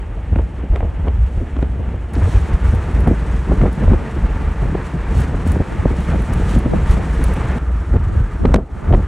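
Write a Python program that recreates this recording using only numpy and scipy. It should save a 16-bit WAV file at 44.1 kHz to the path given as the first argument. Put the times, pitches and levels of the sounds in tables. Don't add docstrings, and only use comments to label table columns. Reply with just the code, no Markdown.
import sys
import numpy as np
from scipy.fft import rfft, irfft, next_fast_len
from scipy.io import wavfile
from scipy.ndimage import uniform_filter1d, map_coordinates

SR = 44100
rng = np.random.default_rng(int(sys.argv[2]) if len(sys.argv) > 2 else 0)


def transcribe(signal):
    frames = np.atleast_2d(signal).T
    limited = np.clip(frames, -1, 1)
    pcm = np.round(limited * 32767).astype(np.int16)
    wavfile.write(sys.argv[1], SR, pcm)


N = 399987


# columns f/Hz, spectral level/dB
ROAD_SPECTRUM = [(15, -51), (30, -14), (55, 8), (110, -15), (220, -9.5), (450, -15.5), (900, -18),
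                 (2000, -100.5), (8000, -120)]
# columns t/s, mean f/Hz, level/dB
DRONE_COURSE = [(0, 56.1, -30.5), (1.1, 63.04, -22), (2.0, 63.3, -29.5), (2.6, 58.92, -22.5),
                (3.7, 58, -21.5), (4.4, 59.74, -28), (7.2, 57.94, -26), (8.2, 59.92, -20.5),
                (9.0, 59.46, -23)]
# columns f/Hz, spectral level/dB
BOOM_SPECTRUM = [(12, -34.5), (22, -26.5), (30, -9), (40, -2), (50, 0.5), (59, 2), (68, -2), (82, -2.5),
                 (110, -14), (160, -25), (400, -66.5), (2000, -120)]
# columns peak t/s, length/s, cabin boom level/dB, eddy flutter level/dB
WINDOW_GUSTS = [(0.324, .04, -11.5, -27), (0.383, 0.15, -15.5, -34), (0.722, 0.042, -6.5, -30),
                (0.848, 0.14, -16.5, -41), (1.038, .11, -17.5, -24.5), (1.206, 0.12, -12.5, -44),
                (1.382, 0.083, -16, -34), (1.54, 0.03, -13.5, -32), (1.606, 0.035, -7.5, -33),
                (1.813, 0.26, -27, -29), (2.18, 0.04, -8.5, -27), (2.243, 0.04, -7, -28),
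                (2.365, 0.045, -7, -29), (2.543, 0.039, -8.5, -27), (2.668, 0.088, -11, -43),
                (2.737, 0.039, -10, -23), (3.014, 0.21, -13, -25), (3.089, 0.082, -13, -16.5),
                (3.306, 0.04, -22.5, -28), (3.381, 0.05, -15.5, -26), (3.522, 0.1, -14.5, -23),
                (3.617, 0.08, -9.5, -19), (3.82, 0.12, -23, -20.5), (3.901, 0.11, -7, -20),
                (4.264, 0.091, -13.5, -43), (4.466, 0.11, -15.5, -42), (4.64, 0.048, -15.5, -19.5),
                (4.743, 0.11, -20, -24), (5.187, 0.088, -11.5, -21), (5.325, 0.25, -26, -26),
                (5.494, 0.1, -13, -23), (5.61, 0.032, -11, -23.5), (5.808, 0.04, -13.5, -35),
                (5.89, 0.07, -15, -30), (5.991, 0.07, -17, -28), (6.14, 0.18, -16.5, -21.5),
                (6.392, 0.39, -16, -24.5), (6.557, 0.06, -7.5, -21), (6.668, .03, -13.5, -24),
                (6.787, .14, -17, -31), (6.916, 0.091, -8, -34), (7.257, 0.28, -15, -27),
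                (7.484, 0.19, -21, -40), (7.953, 0.12, -12, -21.5), (8.067, 0.035, -8, -23),
                (8.192, 0.13, -11, -33), (8.509, 0.19, -12, -20.5), (8.94, .15, -8.5, -19)]
# columns deepest t/s, length/s, depth/dB
DRAUGHT_LULLS = [(0.14, 0.14, -2), (0.655, 0.067, -7.5), (0.936, 0.054, -5.5), (1.49, 0.054, -8),
                 (2.083, 0.051, -4), (2.32, .03, -6), (2.47, .05, -4), (2.59, .04, -6), (2.823, 0.11, -4.5),
                 (3.204, 0.044, -1.5), (3.436, 0.043, -2), (3.72, 0.052, -0.5), (4.065, 0.12, -4),
                 (4.56, .06, -4), (4.68, .04, -0.5), (4.92, .07, -5), (5.035, 0.042, -4.5),
                 (5.407, .05, -1), (5.66, 0.07, -8.5), (6.262, .05, -5.5), (6.695, .04, -4),
                 (7.057, 0.099, -2), (7.852, 0.054, -6), (8.385, .04, -7), (8.68, .05, -8),
                 (8.796, 0.072, -9.5)]
# columns f/Hz, spectral level/dB
FLUTTER_SPECTRUM = [(20, -45), (60, -36.5), (120, 3.5), (175, 3.5), (280, -6.5), (430, -11.5), (700, -18.5),
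                    (1100, -27.5), (2000, -37.5), (5000, -86.5), (12000, -110)]
# columns f/Hz, spectral level/dB
CROSS_SPECTRUM = [(25, -8), (50, -1), (90, -5.5), (160, 3.5), (250, -2), (400, -4), (700, -12),
                  (1250, -22.5), (1600, -43), (5000, -110)]
# columns peak t/s, length/s, level/dB
SIDE_GUSTS = [(0.42, 0.21, -42), (0.94, .12, -38), (1.63, 0.18, -39), (1.82, .14, -36), (2.42, 0.35, -41),
              (3.12, 0.066, -37), (3.61, 0.092, -37), (3.93, 0.21, -30), (4.43, 0.073, -34),
              (4.66, .14, -36), (5.19, 0.097, -34), (5.38, 0.17, -44), (5.79, 0.24, -31),
              (6.15, 0.078, -34), (6.73, 0.093, -20.5), (6.96, 0.13, -31), (8.15, 0.1, -29.5),
              (8.44, 0.073, -21.5), (8.56, 0.062, -25), (8.85, 0.23, -34.5)]
# columns t/s, rush level/dB, hiss level/dB
COURSE_DULL = [(0.05, -46, -64.5), (1.63, -44.5, -61.5), (2.1, -44, -65)]
COURSE_BRIGHT = [(2.3, -38.5, -53), (2.43, -37, -55), (3.8, -37, -55), (3.92, -36.5, -56), (4.87, -38, -57),
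                 (6.49, -35.5, -52.5), (7.39, -34.5, -51.5), (7.42, -33.5, -52)]
COURSE_CLOSING = [(7.66, -42, -58), (8.08, -41.5, -59), (8.42, -41.5, -58)]
# columns f/Hz, spectral level/dB
COLOUR_DULL = [(100, 2), (350, 2.5), (900, -1.5), (1300, -1.5), (1900, -3.5), (3000, -10.5), (4000, -25),
               (7000, -44), (12000, -69)]
COLOUR_BRIGHT = [(100, 0), (350, 0), (650, -1), (1300, -2), (1900, -4.5), (2600, -11.5), (3500, -21.5),
                 (4600, -29), (7000, -36.5), (12000, -63)]
COLOUR_CLOSING = [(100, -9.5), (350, 2), (650, -5.5), (1350, 1.5), (1900, -5.5), (2600, -13.5),
                  (4000, -28.5), (7000, -41.5), (12000, -72)]
CUT_TIMES = [2.132, 7.588]
# columns peak t/s, length/s, level/dB
HISS_FLARES = [(2.16, 0.04, -59.5), (2.32, 0.28, -49), (2.68, 0.17, -53), (4.86, 0.055, -51),
               (5.2, 0.16, -48), (5.5, 0.12, -50), (6.06, 0.25, -53.5), (6.4, 0.19, -51.5),
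               (6.53, 0.13, -46), (6.92, 0.1, -45.5), (7.29, 0.44, -58.5)]
# columns centre f/Hz, width/Hz at half the boost, boost level/dB
FRAME_HOLLOWS = [(348, 60, 4.5), (453.6, 23, 11), (900, 82, 4.5), (1210, 110, 2.5), (1720, 190, 1)]
# columns f/Hz, spectral level/dB
HISS_SPECTRUM = [(1500, -16.5), (3000, 8), (4700, 1), (4970, -6), (5250, 1.5), (8300, 2), (10500, -6),
                 (12000, -24), (15500, -15.5)]
# columns peak t/s, level/dB, nominal f/Hz at the peak, rise/s, t60/s
EDDY_THUDS = [(0.331, -23, 321, 0.0044, 0.042), (0.363, -15, 341, 0.0021, 0.035),
              (0.395, -16, 359, 0.0034, 0.045), (0.641, -19, 331.5, .005, .045),
              (0.744, -26, 423, .012, .06), (0.762, -28, 562, 0.0087, .13),
              (0.832, -26, 600, 0.011, 0.1395), (0.852, -30, 603, 0.0043, 0.039),
              (1.079, -20, 470, .01, .06), (1.422, -23, 308.5, 0.014, 0.122), (1.569, -23, 398, .003, .05),
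              (1.6287, -12.5, 349.5, .002, .03), (1.945, -26.5, 448.6, 0.0049, 0.049),
              (2.171, -18, 336, 0.0063, 0.084), (2.221, -23, 379, 0.0024, 0.025),
              (2.741, -16, 237.4, .004, 0.035), (3.081, -15, 414, 0.0086, 0.0976),
              (3.116, -10.5, 290.6, 0.0068, 0.049), (3.497, -18.5, 340, .004, 0.039),
              (3.522, -17.5, 500.4, 0.0082, 0.0476), (3.537, -14, 220.3, 0.0058, 0.0517),
              (3.617, -14.5, 250.7, 0.0081, 0.054), (3.642, -16.5, 435, 0.0086, 0.088),
              (3.662, -18.5, 468, 0.0069, 0.046), (3.681, -19, 448, .003, .03),
              (3.882, -16, 420, .003, .031), (3.925, -11, 219, .008, 0.054),
              (3.941, -16, 398.5, 0.0057, .06), (4.243, -23.5, 450.5, 0.0042, 0.048),
              (4.7538, -14.5, 399, 0.0033, 0.026), (4.948, -17, 242, .01, 0.091),
              (5.469, -12, 270.7, 0.0035, 0.017), (5.567, -17.5, 355, .003, .032),
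              (5.604, -15, 327.4, 0.0069, 0.0634), (5.8593, -4.5, 290, 0.0028, 0.0225),
              (5.9115, -9, 180.7, 0.0036, 0.036), (6.152, -13, 179.6, 0.0067, .045),
              (6.402, -16.5, 275.7, 0.0037, 0.034), (6.539, -19, 361, 0.0037, 0.033),
              (6.571, -11, 230.6, 0.011, .06), (6.664, -10, 258, 0.0056, .043),
              (6.737, -11, 419.7, 0.0031, 0.0435), (6.762, -17, 229, .004, .05),
              (7.204, -18.5, 190.3, 0.011, .08), (7.944, -15.5, 396, 0.0043, .038),
              (7.967, -16.5, 280, 0.0035, .036), (8.4525, -6.5, 380, .0025, .032),
              (8.475, -17.5, 240, .01, 0.088), (8.5442, -4.5, 680, 0.0025, 0.0222),
              (8.548, -9, 230.3, 0.0026, 0.043), (8.561, -12.5, 320, 0.0035, .06),
              (8.588, -21.5, 420, .006, .08), (8.918, -15, 280, .012, .08),
              (8.943, -14.5, 518.5, .012, .05), (8.9931, -19, 418.5, .003, .045)]
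# columns f/Hz, spectral level/dB
PUFF_SPECTRUM = [(20, -21), (150, 13), (350, -0.5), (750, -9.5), (1300, -31), (3000, -55), (9000, -100)]
# columns peak t/s, burst level/dB,
# jolt level/dB, nominal f/Hz (sets the speed), treble snap level/dB
SHARP_CRACKS = [(0.3602, -26, -18, 1250, -54), (0.3886, -27, -25, 1150, -56),
                (0.7606, -23.5, -18, 1446, -40.5), (0.807, -23.5, -24, 940, -59),
                (0.8296, -31, -25, 805, -62), (1.0771, -25, -23, 940, -61),
                (1.0835, -25.5, -20.5, 1230, -53), (1.567, -30, -24, 1400, -55),
                (1.591, -29, -29, 1056, -59), (1.6272, -27, -20, 1370, -45), (1.891, -34, -29, 1140, -62.5),
                (2.1543, -36, -24, 2980, -46.5), (2.2185, -27, -27, 850, -59),
                (3.0749, -19, -16, 1110, -48), (3.080, -22, -22, 797, -59), (3.522, -24.5, -26, 696, -61),
                (3.6155, -26, -15.5, 1190, -49), (3.636, -26, -20, 777, -61), (3.663, -20, -21, 786, -60),
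                (3.881, -25, -28, 846, -58), (3.935, -19.5, -16, 900, -64), (4.241, -29, -28, 755, -62),
                (4.7513, -22.5, -19, 900, -60), (5.56, -26, -18, 720, -59), (5.855, -23, -18, 677, -60),
                (6.7356, -22.5, -17, 720, -58), (7.94, -28, -28, 790, -57), (7.966, -26.5, -23, 1210, -56),
                (8.4553, -23.5, -12, 1430, -42), (8.4586, -28.5, -21, 1900, -45.5),
                (8.541, -25, -19, 2000, -31), (8.544, -17, -7.5, 2130, -18.5),
                (8.5577, -38, -24, 2400, -42), (8.5613, -26, -17, 1900, -38.5),
                (8.9273, -24.5, -20, 1220, -57), (8.9386, -21, -16, 1210, -53),
                (8.9455, -29, -25, 1700, -50), (8.9485, -21, -20, 1156, -55)]
# columns f/Hz, spectral level/dB
BURST_SPECTRUM = [(40, -25), (250, 6.5), (700, 7.5), (1400, -5.5), (2200, -14.5), (3200, -17.5),
                  (4200, -34), (6000, -43), (9000, -54.5), (14000, -84)]
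# columns f/Hz, spectral level/dB
SNAP_SPECTRUM = [(1000, -10), (2600, 4), (4200, 0), (4970, -11.5), (5600, 3), (7000, -1.5), (9500, -4),
                 (11500, -19), (15500, -26.5)]
# columns t/s (1.8 ms ahead of the peak), level/dB
TREBLE_SPITS = [(2.134, -38), (2.7476, -41.5), (3.003, -38), (3.0734, -39.5), (3.7274, -40.5), (5.177, -38),
                (5.2046, -36), (5.474, -35), (5.5174, -30.5), (6.004, -41.5), (6.219, -39.5),
                (6.334, -30.5), (6.5869, -36), (6.909, -34.5), (7.2385, -26.5), (7.3364, -34)]
# columns f/Hz, spectral level/dB
SPIT_SPECTRUM = [(2000, -5), (6000, -9), (10500, 1), (12500, -21), (15500, -10)]
# columns f/Hz, side minus mid level/dB
STEREO_WIDTH = [(30, -47.5), (170, -20.5), (600, -12.5), (1200, -8.5), (1700, -53), (4400, -48),
                (4970, 10.5), (5500, -45), (8000, -16.5), (9500, 2.5), (11000, 13.5), (15000, 15.5)]

AROUND = np.arange(-SR // 25, SR // 8) / SR
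BOOM_DB, BOOM_SWAY_DB, SWAY_RATE = -23, 4, 17
FLUTTER_DB, REFERENCE_RUSH_DB, FLUTTER_GROWS, FLUTTER_SWAY_DB = -30, -40, 0.99, 1.2
LULL_FLUTTER_SHARE = 0.5
CROSS_DB, CROSS_SWAY_DB, CROSS_SHARE_DB = -51, 4, -20.5
FLARE_RUSH_DB = 9.5
SINK_SHARE = 0.1985
THUD_HZ, CRACK_HZ = 350, 1200
SKIRT_DB, SKIRT_TOP_DB = -5, -32.5
DIP_S, DIP_HOLD_S, DIP_RELEASE_S, DIP_DB = 8.585, 0.1, 0.089, -11
TOP_HZ = 15830


def amp(db):
    return 10 ** (np.asarray(db) / 20)


def unit(x):
    return x / np.sqrt(np.mean(x ** 2) + 1e-20)


def along(points, hz):
    f, v = np.transpose(points)
    return np.interp(np.log(hz + 1), np.log(f + 1), v)


def curves(rows):
    s, *cols = np.transpose(rows)
    return [np.interp(np.arange(N) / SR, s, c) for c in cols]


def wobble(rate):
    knots = rng.standard_normal(int(N * rate / SR) + 4)
    return map_coordinates(knots, [np.arange(N) * rate / SR])


def filtered(x, response):
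    m = next_fast_len(N + SR // 2)
    spectrum = rfft(x, m) * response(np.fft.rfftfreq(m, 1 / SR))
    return irfft(spectrum, m)[..., :N]


def air_noise(spectrum, side_db):
    def mid_and_side(hz):
        mid_db = along(spectrum, hz)
        return amp([mid_db, mid_db + along(STEREO_WIDTH, hz) + side_db])

    mid, side = filtered(rng.standard_normal((2, N)), mid_and_side)
    return unit(np.array([mid + side, mid - side]))


def steadied(x, span):
    size = max(int(span * SR), 2)
    power = uniform_filter1d(np.mean(x ** 2, axis=0), size)
    power = uniform_filter1d(power, size)
    return x / np.sqrt(np.abs(power) + 1e-6)


def surges(rows):
    t, power = np.arange(N) / SR, np.zeros(N)
    for s, length, db in rows:
        near = np.abs(t - s) < 2 * length
        power[near] += amp(db) ** 2 * np.exp(-2 * (2 * (t[near] - s) / length) ** 2)
    return power


def topped(bed_db, power):
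    return 10 * np.log10(amp(bed_db) ** 2 + power)


def swell(t, rise, t60):
    return np.where(t < 0, np.exp(-(t / rise) ** 2), amp(-60 * np.abs(t) / t60))


def add(track, s, sound):
    start = round((s + AROUND[0]) * SR)
    track[..., start:][..., :len(AROUND)] += sound


def sped(noise, speed):
    place = rng.uniform(SR, N - SR) + AROUND * speed * SR
    return np.array([map_coordinates(channel, [place], order=1) for channel in noise])


def dip():
    corners = DIP_S + np.array([-.02, 0, DIP_HOLD_S, DIP_HOLD_S + DIP_RELEASE_S])
    return np.interp(np.arange(N) / SR, corners, [0, DIP_DB, DIP_DB, 0])


def stretches():
    stretch = np.searchsorted(CUT_TIMES, np.arange(N) / SR)
    return [uniform_filter1d((stretch == k) * 1., size=400) for k in range(len(CUT_TIMES) + 1)]


def slipstream():
    courses = (COURSE_DULL, COURSE_BRIGHT, COURSE_CLOSING)
    rush_db, hiss_db = sum(weight * np.array(curves(air)) for weight, air in zip(stretches(), courses))
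    flare = surges(HISS_FLARES)
    return topped(rush_db, flare * amp(FLARE_RUSH_DB) ** 2), topped(hiss_db, flare)


def lulls():
    t = np.arange(N) / SR
    return sum(db * np.exp(-np.minimum((2 * (t - s) / length) ** 2, 20))
               for s, length, db in DRAUGHT_LULLS)


def buffeting(rush_db, lull_db):
    boom_gusts = surges([(s, length, boom_db) for s, length, boom_db, _ in WINDOW_GUSTS])
    flutter_gusts = surges([(s, length, flutter_db) for s, length, _, flutter_db in WINDOW_GUSTS])
    boom_bed_db = BOOM_DB + BOOM_SWAY_DB * wobble(SWAY_RATE) + dip() / 2
    growth_db = FLUTTER_GROWS * (rush_db - REFERENCE_RUSH_DB)
    flutter_bed_db = FLUTTER_DB + growth_db + FLUTTER_SWAY_DB * wobble(16) + dip()
    boom_db = topped(boom_bed_db, boom_gusts) + lull_db
    flutter_db = topped(flutter_bed_db, flutter_gusts) + LULL_FLUTTER_SHARE * lull_db
    return boom_db, flutter_db


def road():
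    return amp(-35.5) * air_noise(ROAD_SPECTRUM, side_db=-12.0)


def drone():
    hz, level_db = curves(DRONE_COURSE)
    cycles = np.cumsum(hz * (1 + 0.0261 * wobble(7))) / SR
    tone = np.sin(2 * np.pi * (rng.random() + cycles))
    return amp(level_db + 2.36 * wobble(7.6) + dip()) * unit(tone)


def cabin_boom(boom_db):
    return amp(boom_db + 0.5) * steadied(air_noise(BOOM_SPECTRUM, side_db=-12.0), span=0.055)


def flutter(flutter_db):
    lumps = amp(3.8 * wobble(45) + 1.6 * wobble(170))
    noise = lumps * air_noise(FLUTTER_SPECTRUM, side_db=-8.5)
    return amp(flutter_db) * steadied(noise, span=0.066)


def crosswind(flutter_db):
    bed_db = CROSS_DB + CROSS_SWAY_DB * wobble(9) + dip()
    level_db = topped(bed_db, amp(flutter_db + CROSS_SHARE_DB) ** 2 + surges(SIDE_GUSTS))
    lumps = amp(5.8 * wobble(35) + 2.2 * wobble(140))
    push = steadied(lumps * air_noise(CROSS_SPECTRUM, side_db=-7.0), span=0.053)[0]
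    return amp(level_db + 0.2) * np.array([push, -push])


def rush(rush_db):
    spectra = (COLOUR_DULL, COLOUR_BRIGHT, COLOUR_CLOSING)
    colours = [air_noise(spectrum, side_db=-7.0) for spectrum in spectra]
    flow = sum(weight * colour for weight, colour in zip(stretches(), colours))

    def hollows(hz):
        return amp(sum(db / (1 + (2 * (hz - centre) / width) ** 2)
                       for centre, width, db in FRAME_HOLLOWS))

    grain = unit(amp(1.22 * wobble(25) + 0.76 * wobble(300)))
    return amp(rush_db + 4.5) * grain * unit(filtered(flow, hollows))


def hiss(hiss_db, boom):
    swing = steadied(boom, span=.15).mean(axis=0)
    pulse = unit(amp(0.88 * swing + 1.47 * wobble(60) + 0.84 * wobble(9.9)))
    return amp(hiss_db + 4.0) * pulse * air_noise(HISS_SPECTRUM, side_db=-3.5)


def thuds(sinking, rough):
    out = np.zeros((2, N + SR))
    wake = steadied(air_noise(PUFF_SPECTRUM, side_db=-1.0), span=0.0071)
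    for s, db, hz, rise, t60 in EDDY_THUDS:
        jitter = map_coordinates(rng.standard_normal(200), [(AROUND - AROUND[0]) * 800])
        fall = sinking * np.tanh(AROUND / (SINK_SHARE * t60))
        pitch = hz * np.exp(-fall + rough * jitter - rough ** 2)
        phase = 2 * np.pi * (rng.random() + np.cumsum(pitch) / SR)
        add(out, s, amp(db + 2.0) * swell(AROUND, rise, t60) * np.sin(phase))
        puff = sped(wake, (hz / THUD_HZ) ** .8)
        add(out, s, amp(db - 1.5) * swell(AROUND, rise, t60 * 1.8) * puff)
    return out[:, :N]


def kink(t, width):
    u = t / width
    jolt = -u / (1 + u ** 2) ** 2
    return jolt / jolt.max()


def cracks():
    out = np.zeros((2, N + SR))
    noise = steadied(air_noise(BURST_SPECTRUM, side_db=-8), span=0.0011)
    fizz = air_noise(SNAP_SPECTRUM, side_db=-2)
    leads = rng.uniform(0.000975, 0.00306, len(SHARP_CRACKS))
    for (s, db, jolt_db, hz, snap_db), lead in zip(SHARP_CRACKS, leads):
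        speed = hz / CRACK_HZ
        t = AROUND * speed
        add(out, s, amp(db + 1.5) * swell(t, rise=0.0022, t60=0.019) * sped(noise, speed))
        skirt = swell(AROUND, rise=0.005, t60=0.055) * sped(noise, min(speed, 1))
        add(out, s, amp(min(db + SKIRT_DB, SKIRT_TOP_DB)) * skirt)
        jolts = kink(t, width=0.00023) + amp(-11) * kink(t + lead, width=0.00024)
        add(out, s, amp(jolt_db) * jolts)
        add(out, s, amp(snap_db) * swell(AROUND, rise=0.0012, t60=0.0054) * sped(fizz, 0.99))
    return out[:, :N]


def spits():
    envelope = np.zeros(N + SR)
    for s, db in TREBLE_SPITS:
        add(envelope, s + 0.0018, amp(db + 3) * swell(AROUND, rise=0.0012, t60=0.029))
    return envelope[:N] * air_noise(SPIT_SPECTRUM, side_db=-3.5)


def scene():
    rush_db, hiss_db = slipstream()
    lull_db = lulls()
    boom_db, flutter_db = buffeting(rush_db, lull_db)
    boom = cabin_boom(boom_db)
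    cabin = road() + amp(lull_db) * drone() + boom
    wind = flutter(flutter_db) + crosswind(flutter_db)
    air = amp(dip()) * (rush(rush_db) + hiss(hiss_db, boom))
    short_sounds = thuds(sinking=.45, rough=0.328) + cracks() + spits()
    return cabin + wind + air + short_sounds


def record(dry):
    rounded = dry / (1 + np.abs(dry / .95) ** 8) ** (1 / 8)
    return filtered(rounded, lambda hz: hz < TOP_HZ)


dry = scene()
out = record(dry)
transcribe(out)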